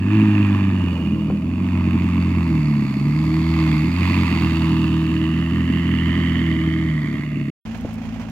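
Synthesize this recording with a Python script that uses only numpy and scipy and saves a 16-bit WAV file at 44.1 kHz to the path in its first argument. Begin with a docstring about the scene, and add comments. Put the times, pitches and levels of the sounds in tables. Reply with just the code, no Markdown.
"""A V8 sports car creeps away across a car park on a light throttle, booming and rasping. Each firing sends a
puff of gas down the exhaust: the pipes boom and the rushing gas rasps and hisses. A low rumble swells with the
gas flow, another car revs briefly ahead and grit snaps under the tyres. After a short break the scene changes:
a third car is heard idling, with a lumpy hum and a ticking engine bay."""
import sys
import numpy as np
from scipy import signal
from scipy.fft import rfft, irfft, next_fast_len
from scipy.io import wavfile
from scipy.ndimage import map_coordinates

SR = 44100
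rng = np.random.default_rng(int(sys.argv[2]) if len(sys.argv) > 2 else 0)


def wrap_up_sound(samples):
    """Save the sound to the file named by the first command line argument, as 16-bit audio."""
    columns = np.atleast_2d(samples).T
    # keep every value between -1 and 1, then stretch to whole-number steps
    tamed = np.clip(columns, -1, 1)
    steps = np.round(tamed * 32767).astype(np.int16)
    wavfile.write(sys.argv[1], SR, steps)


N = 366467
TIME = np.arange(N) / SR
BREAK_START_S, BREAK_END_S = 7.503, 7.652

# How the eight cylinders differ, in the order they fire: extra pulse strength, rasp level/dB
CYLINDERS = [(1, 1.5), (-.9, -1.5), (.7, 1), (-1.2, -1), (1.1, 1.5), (-.6, -2), (.7, 1), (-.8, -.5)]


def exhaust_boom(firings, firing_hz):
    """Four tones at 1 to 4 times the firing rate swell as the revs carry them over the pipe's peaks."""
    pipe_peaks = [(68, -38), (80, -24), (90, -20.5), (107, -21), (135, -22.5), (150, -15.5), (170, -22),
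                  (200, -23), (213, -19), (240, -29), (253, -24), (280, -35), (305, -28.5), (320, -21.5),
                  (338, -34), (360, -46.5), (420, -57.5)]  # how strongly the pipe rings: f/Hz, relative level/dB
    growths = [0.68, 0.38, 0.66, 0.56]  # for each tone: dB gained per dB of gas flow
    dips = [(1.179, 0.59, 6), (4.326, 0.46, 3), (7.177, 0.32, 6)]  # brief dips in the boom: middle t/s, length/s, depth/dB
    dip_db = sum(db * swell(s, length) for s, length, db in dips)
    distance_db = 0.78 * TIME  # the boom fades as the car moves off
    smear = np.interp(firing_hz, [80, 104], [.07, .035])  # higher tones lag, spreading each pulse
    flow_db, boom = gas_flow_db(), 0
    for k, growth in enumerate(growths, 1):
        db = along(pipe_peaks, k * firing_hz) + growth * flow_db - distance_db - dip_db * min(k / 2, 1)
        cycles = k * (firings - .45) - smear * k * k + .009 * wobble(25)
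        boom = boom + tone(cycles, db + .9 * wobble(16))
    return amp(0.72) * boom * amp([[-.45], [.45]])


def muffler_burble(firings):
    """Unequal cylinders and chance in each firing make the muffler burble between the boom's tones."""
    muffler = [(50, -33.5), (85, -14.5), (126, -2.5), (170, -5.5), (215, 2), (260, -1), (315, -3.5),
               (365, -15.5), (430, -21.5), (520, -37.5), (900, -60), (2000, -100)]  # how the muffler rings: f/Hz, relative level/dB
    starts = np.flatnonzero(np.diff(np.floor(firings)))
    strength_luck, timing_luck = rng.standard_normal((1024, 2))[:len(starts)].T
    strengths = np.resize(np.array(CYLINDERS)[:, 0], len(starts)) + 0.79 * strength_luck
    starts = np.clip(starts + (.0003 * SR * timing_luck).astype(int), 0, N - 1)
    ringing = coloured(np.bincount(starts, strengths, N), muffler)
    burble = unit(car_park_echo(ringing, fade_s=0.077, echo_db=-10.5))
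    return amp(throttle_db(-24.5, growth=0.18)) * burble * amp([[-.3], [.3]])


def exhaust_rasp(firings):
    """Every firing throws a rough puff of gas out of the tailpipes, ringing them; a hiss rides on it."""
    ring_shape = [(2500, -48), (3800, -9.5), (4200, -0.5), (4480, 7), (4750, 1), (5100, -6), (5700, -36.5),
                  (7500, -50.5)]  # the tailpipes' high ring: f/Hz, relative level/dB
    hiss_shape = [(3240, -39), (5500, -2), (5900, -6), (6730, -0.5), (8910, -9.5), (13000, -9.5),
                  (15700, -12.5)]  # the fine hiss of the gas: f/Hz, relative level/dB
    likeness = [(60, .96), (300, .96), (600, .88), (1100, .92), (2200, .88), (4400, .72), (8000, .3),
                (15000, .1)]  # how alike left and right are: f/Hz, likeness from 0 to 1
    balance = [(100, -16.5), (500, -2.5), (800, -3.5), (1200, 0), (1800, -5), (2700, -15), (4200, -6),
               (6400, 5.5), (9800, 6.5), (15000, 18.5)]  # left compared with right: f/Hz, level/dB
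    sizes_db = np.resize(np.array(CYLINDERS)[:, 1], 1024) + 1.6 * rng.standard_normal(1024)
    flow = puffs(firings, sizes_db, rise=.04, fall=.24, steady=1.08)
    bark = tailpipe_bark(flow)
    # The ring and the hiss swell as the turning car points them at the listener.
    ring_db = throttle_db(-59, growth=0.68) + 9.6 * swell(3.71, 2.8)
    ring = amp(ring_db) * coloured(noise() * flow, ring_shape)
    hiss_db = throttle_db(-60, growth=.6) + 4.6 * swell(3.88, 2.95)
    hiss_flow = puffs(firings, sizes_db, rise=.01, fall=0.26, steady=2.1)
    hiss = amp(hiss_db) * coloured(noise() * hiss_flow, hiss_shape)
    muffler_hum = amp(-52) * resonance(noise() * flow, np.full(N, 628), width_hz=62)
    return stereo(bark + ring + hiss + muffler_hum, likeness, balance)


def tailpipe_bark(flow):
    """Puffing gas rings the tailpipes; as the car turns, one ring after another points at the listener."""
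    bark_shape = [(300, -28), (500, -11), (625, -10), (740, -10), (900, -8), (1190, 2), (1300, -3),
                  (1480, -10), (1750, -5), (2350, -9), (3120, -18), (3600, -12), (3950, -24), (7000, -65)]  # the steady part of the bark: f/Hz, relative level/dB
    # The passing rings: middle t/s, length/s, f/Hz, glide/(Hz per s), width/Hz, relative level/dB
    rings = [(.25, 1.7, 1750, 2, 200, -2.5), (1.1, 5.4, 2560, -45, 420, 1.5), (1.05, 0.63, 2810, 1, 117, 2),
             (2.65, 7.3, 1008, 13, 297, 1), (3.3, 3.3, 2187, -41, 350, 1), (4.2, 1.06, 2430, 7, 470, 0),
             (4.1001, 2.7, 3456, 127, 456, -9), (5.58, 2.71, 2838, 181, 350, 2.5),
             (6.4996, 2.84, 1991.7, 72, 340, 5.5), (7.5, 0.69, 2700, 3, 300, 2)]
    bark, power = coloured(noise() * flow, bark_shape), 1
    gas = noise() * flow
    for s, length, hz, glide, width, db in rings:
        gain = amp(db) * swell(s, length)
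        near = np.abs(TIME - s) < length
        bark[:, near] += gain[near] * resonance(gas[:, near], hz + glide * (TIME[near] - s), width)
        power = power + gain ** 2
    level_db = throttle_db(-36, growth=1) + 0.14 * wobble(14)
    return amp(level_db) * bark / np.sqrt(power)  # the rings change the colour, not the loudness


def car_ahead():
    """A far exhaust note rises with each tap of the throttle, then settles; the first tap gurgles."""
    # Throttle taps: t/s, rise/s, hold/s, release/s, peak f/Hz, settling f/Hz, level/dB
    taps = [(0.748, 0.4214, 0.17, 0.18, 209, 150.6, -24), (1.359, 0.16, 0.76, 3.3, 253.1, 215.2, -28)]
    idle_hz, settle_s, range_db = 158.4, .45, 20.5
    note = 0
    for s, rise, hold, release, peak_hz, settle_hz, db in taps:
        t = TIME - s
        opened = np.sin(np.pi / 2 * np.clip(t / rise, 0, 1))
        shut = np.maximum(t - rise - hold, 0) / release
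        settled = np.tanh(np.maximum(t - rise, 0) / settle_s) ** 2
        hz = idle_hz + (peak_hz - idle_hz) * opened + (settle_hz - peak_hz) * settled
        level_db = db - range_db * (1 - opened + shut) + 2 * wobble(52)
        note = note + tone(np.cumsum(hz) / SR + 0.12 * wobble(24.67), level_db) * (t > 0)
    gurgle_db = over_time([(.7, -65), (.88, -45), (1.15, -45), (1.38, -47), (1.6, -65)])
    gurgle_shape = [(200, -21.5), (400, -8), (560, -7), (800, -28), (1500, -49)]  # f/Hz, level/dB
    gurgle = coloured(rng.standard_normal(N), gurgle_shape)
    return note + amp(gurgle_db + 2 * wobble(25)) * gurgle


def idling_car(firing_hz):
    """Slow, lumpy firings make a low hum, a muffler rumble and a ticking whirr in the engine bay."""
    hum_tones = [(1, -42), (1.5, -46), (2, -38.5), (3, -39), (4, -32.5), (4.5, -42)]  # the engine's hum: multiple of the firing rate, level/dB
    rumble_shape = [(20, -20.5), (45, -20), (85, 3), (135, -13), (190, -4.5), (240, 6.5), (285, -5.5),
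                    (340, -15.5), (450, -18.5), (900, -80.5)]  # the muffler's rumble: f/Hz, relative level/dB
    whirr_shape = [(250, -17), (450, 0), (620, 4), (800, 3.5), (1200, -2.5), (1500, -4.5), (2500, -4.5),
                   (3200, -10), (3800, -16), (7000, -20), (7800, -29), (15700, -33.5)]  # the engine bay's whirr: f/Hz, relative level/dB
    likeness = [(60, 0.71), (150, 0.67), (380, 0.9), (950, 1), (2380, 0.57), (5980, 0.01), (15000, 0.07)]  # how alike left and right are: f/Hz, likeness from 0 to 1
    balance = [(60, -4.5), (120, -7.5), (240, -0.5), (480, -5.5), (950, -2.5), (1890, -10), (3770, -12),
               (7520, -5), (15000, -5.5)]  # left compared with right: f/Hz, level/dB
    firings = np.cumsum(firing_hz * (1 + .004 * wobble(6))) / SR
    hum = sum(tone(multiple * firings + rng.random() + .02 * wobble(20), db + wobble(18))
              for multiple, db in hum_tones)
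    rumble = amp(-34.5) * coloured(noise(), rumble_shape)
    sizes_db = 3 * rng.standard_normal(1024)
    ticks = puffs(firings, sizes_db, rise=0.067, fall=0.98, steady=0.75)
    whirr = coloured(noise() * ticks, whirr_shape) * amp(-43.5 + wobble(28))
    return hum + stereo(rumble + whirr, likeness, balance)


def thumps(fade_s):
    """Each dull exhaust pop or bump is a low tone and a puff of air that die away quickly."""
    pops = [(.505, -30, 380), (.868, -30, 400), (1.299, -20.5, 370), (7.846, -19.5, 270)]  # pops and bumps: t/s, level/dB, f/Hz
    out = np.zeros(N + SR)
    t = TIME[:SR // 8]
    for s, db, hz in pops:
        air = unit(signal.lfilter(*signal.butter(3, 2 * hz, fs=SR), rng.standard_normal(len(t))))
        loudness = amp(db - 60 * t / fade_s) * (1 - np.exp(-t / 0.0016))
        out[round(s * SR):][:len(t)] += loudness * (.8 * air - np.sin(2 * np.pi * hz * t))
    return out[:N]


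def tyre_grit(fade_s):
    """Small stones snap under the tyres, each a tiny burst of bright noise."""
    stones = [(1.673, -42), (2.04, -37), (2.09, -37.5), (3.248, -43), (7.776, -38.5), (7.81, -34.5),
              (7.932, -36.5), (7.941, -32.5), (7.956, -41), (8.21, -42), (8.299, -35)]  # snapping stones: t/s, relative level/dB
    snap_shape = [(800, -23.5), (5000, 4), (15000, -2.5)]  # f/Hz, level/dB
    bursts = np.zeros(N + SR)
    t = TIME[:SR // 20]
    for s, db in stones:
        bursts[round(s * SR):][:len(t)] += amp(db - 60 * t / fade_s)
    snaps = filtered(bursts[:N] * noise(), lambda hz: amp(along(snap_shape, hz)))
    return snaps * amp([[2], [-3]])


def low_rumble():
    """A low, airy rumble swells and fades with the exhaust's gas flow."""
    # The rumble: f/Hz, relative level/dB
    shape = [(15, -12.5), (40, .5), (90, 6), (250, -12), (450, -9.5), (1500, -17.5), (8000, -49)]
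    rumble = coloured(noise(), shape)
    return amp(throttle_db(-45, growth=.55) + 1.5 * wobble(1.4)) * rumble


def car_park_echo(x, fade_s, echo_db):
    """Walls and parked cars scatter a short echo, which drops 60 dB in fade_s."""
    t = TIME[:SR // 2]
    tail = rng.standard_normal((2, len(t))) * amp(-60 * t / fade_s) * (t > .012)
    return x + amp(echo_db) * signal.oaconvolve(x, tail / np.linalg.norm(tail[0]), axes=1)[:, :N]


def gas_flow_db():
    """Gas flow out of the V8's tailpipes, in dB above that of a steady creep."""
    throttle = [(0, -40), (.15, -30), (.55, -31), (.7, -35), (.88, -34.5), (1.43, -42.5), (1.72, -35.5),
                (2.2, -33.5), (3.02, -36.5), (3.18, -36), (3.72, -29.5), (3.92, -34), (4.05, -27),
                (4.5, -29), (5.05, -33.5), (5.55, -34), (5.8, -31.5), (6.25, -29), (6.7, -32.5),
                (7.02, -35), (7.17, -34.5), (7.3, -39.5), (7.5, -40.5)]  # the gas the throttle lets through: t/s, level/dB
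    creep_db = -34
    return over_time(throttle) - creep_db


def throttle_db(creep_db, growth):
    """A level that is creep_db at a steady creep and gains growth dB per dB of gas flow."""
    return creep_db + growth * gas_flow_db()


def puffs(firings, sizes_db, rise, fall, steady):
    """Puffs of gas over a steady stream; rise and fall are fractions of the time between firings."""
    part = firings % 1
    shape = (1 - np.exp(-part / rise)) * np.exp(-part / fall)
    return unit(steady + unit(shape * amp(sizes_db[firings.astype(int)])))


def stereo(pair, likeness, balance):
    """Mix two unrelated signals into the left and right that the microphone's two openings hear."""
    left_lead = [(60, 0), (250, .12), (550, .45), (1100, .9), (2200, 1.2), (4500, 1.6), (15000, 2)]  # how far the left side runs ahead: f/Hz, phase/rad
    hz = np.fft.rfftfreq(next_fast_len(N + SR // 4, True), 1 / SR)
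    spread = np.arccos(np.clip(along(likeness, hz), 0, 1)) / 2
    sides = np.array([[.5], [-.5]])
    gain = amp(sides * along(balance, hz)) * np.exp(1j * sides * along(left_lead, hz))
    common, apart = gain * np.cos(spread), gain * np.sin(spread) * 2 * sides
    centre = np.hypot(abs(common.mean(0)), abs(apart.mean(0)))  # left plus right keeps its colour
    return filtered(pair[0], lambda _: common / centre) + filtered(pair[1], lambda _: apart / centre)


def resonance(x, hz, width_hz):
    """Keep a narrow band of x around a pitch that can move, at average strength 1."""
    carrier = np.exp(2j * np.pi * np.cumsum(hz) / SR)
    band = signal.lfilter(*signal.butter(2, width_hz / 2, fs=SR), x / carrier)
    return unit((band * carrier).real)


def coloured(x, shape):
    """Ring x through a filter drawn as (f/Hz, level/dB) points, at average strength 1."""
    size = 8192
    gains = amp(along(shape, np.fft.rfftfreq(size, 1 / SR)))
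    # Folding the cepstrum makes the ringing come after each push, never before it.
    cepstrum = irfft(np.log(gains + 1e-6))
    cepstrum[1:size // 2] *= 2
    cepstrum[size // 2 + 1:] = 0
    ring = irfft(np.exp(rfft(cepstrum)))
    return unit(signal.oaconvolve(np.atleast_2d(x), ring[None], axes=1)[:, :N])


def filtered(x, response):
    """Scale each frequency in x by response(hz)."""
    size = next_fast_len(N + SR // 4, True)
    return irfft(rfft(x, size) * response(np.fft.rfftfreq(size, 1 / SR)), size)[..., :N]


def tone(cycles, db):
    """A pure tone with an average (rms) level of db."""
    return np.sqrt(2) * amp(db) * np.cos(2 * np.pi * cycles)


def noise():
    """Two unrelated channels of white noise."""
    return rng.standard_normal((2, N))


def wobble(rate):
    """A smooth curve through rate random points a second."""
    points = rng.standard_normal(2048)
    return map_coordinates(points, [TIME[::32] * rate], mode="wrap").repeat(32)[:N]


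def swell(middle_s, length_s):
    """A smooth, flat-topped rise from 0 to 1 and back."""
    distance = np.abs(2 * (TIME - middle_s) / length_s)
    return np.exp(-np.minimum(distance ** 3, 20))


def over_time(points):
    """Join (t/s, value) points with straight lines, one value per sample."""
    return np.interp(TIME, *np.transpose(points))


def along(points, hz):
    """Read (f/Hz, value) points at hz, on a scale of octaves."""
    freqs, values = np.transpose(points)
    return np.interp(np.log(hz + 1), np.log(freqs + 1), values)


def amp(db):
    """Turn decibels into a gain."""
    return 10 ** (np.asarray(db) / 20)


def unit(x):
    """Scale x to an average strength (rms) of 1."""
    return x / np.sqrt(np.mean(x ** 2) + 1e-20)


def scene():
    """The V8 leaves, then after a short break the scene changes and the third car idles."""
    revs = [(0, 92.6), (0.15, 107.3), (0.5, 100.4), (0.75, 95.04), (0.95, 85.44), (1.3, 77.6), (1.6, 93.38),
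            (1.85, 89.4), (2.38, 87.63), (2.58, 77.17), (2.93, 66.96), (3.2, 77.7), (3.52, 81.85),
            (3.8, 76.3), (3.96, 88.3), (4.14, 89.8), (4.45, 81.4), (4.7, 80.8), (5.25, 80.12), (5.62, 84.2),
            (5.85, 84.1), (6.32, 83.86), (6.55, 80.33), (6.86, 80.35), (7.06, 72.5), (7.3, 74.53),
            (7.5, 69.76)]  # how often the V8 fires: t/s, f/Hz
    firing_hz = over_time(revs)
    firings = np.cumsum(firing_hz) / SR  # counts up by one at each firing
    exhaust = exhaust_boom(firings, firing_hz) + muffler_burble(firings) + exhaust_rasp(firings)
    leaving = (exhaust + car_ahead() + low_rumble()) * (TIME < BREAK_START_S)
    bumps = thumps(fade_s=.08)
    idling = idling_car(firing_hz=55.5) * (TIME > BREAK_END_S)
    return leaving + idling + bumps + amp(-8.5) * tyre_grit(fade_s=.018)


def record(dry):
    """Fade quickly out into the break between the scenes and remove the very highest treble."""
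    fade_s, top_hz = .005, 15800
    fade = np.clip((BREAK_START_S - TIME) / fade_s, 0, 1) + (TIME > BREAK_END_S)
    return filtered(dry * fade, lambda hz: hz < top_hz)


dry = scene()
out = record(dry)
wrap_up_sound(out)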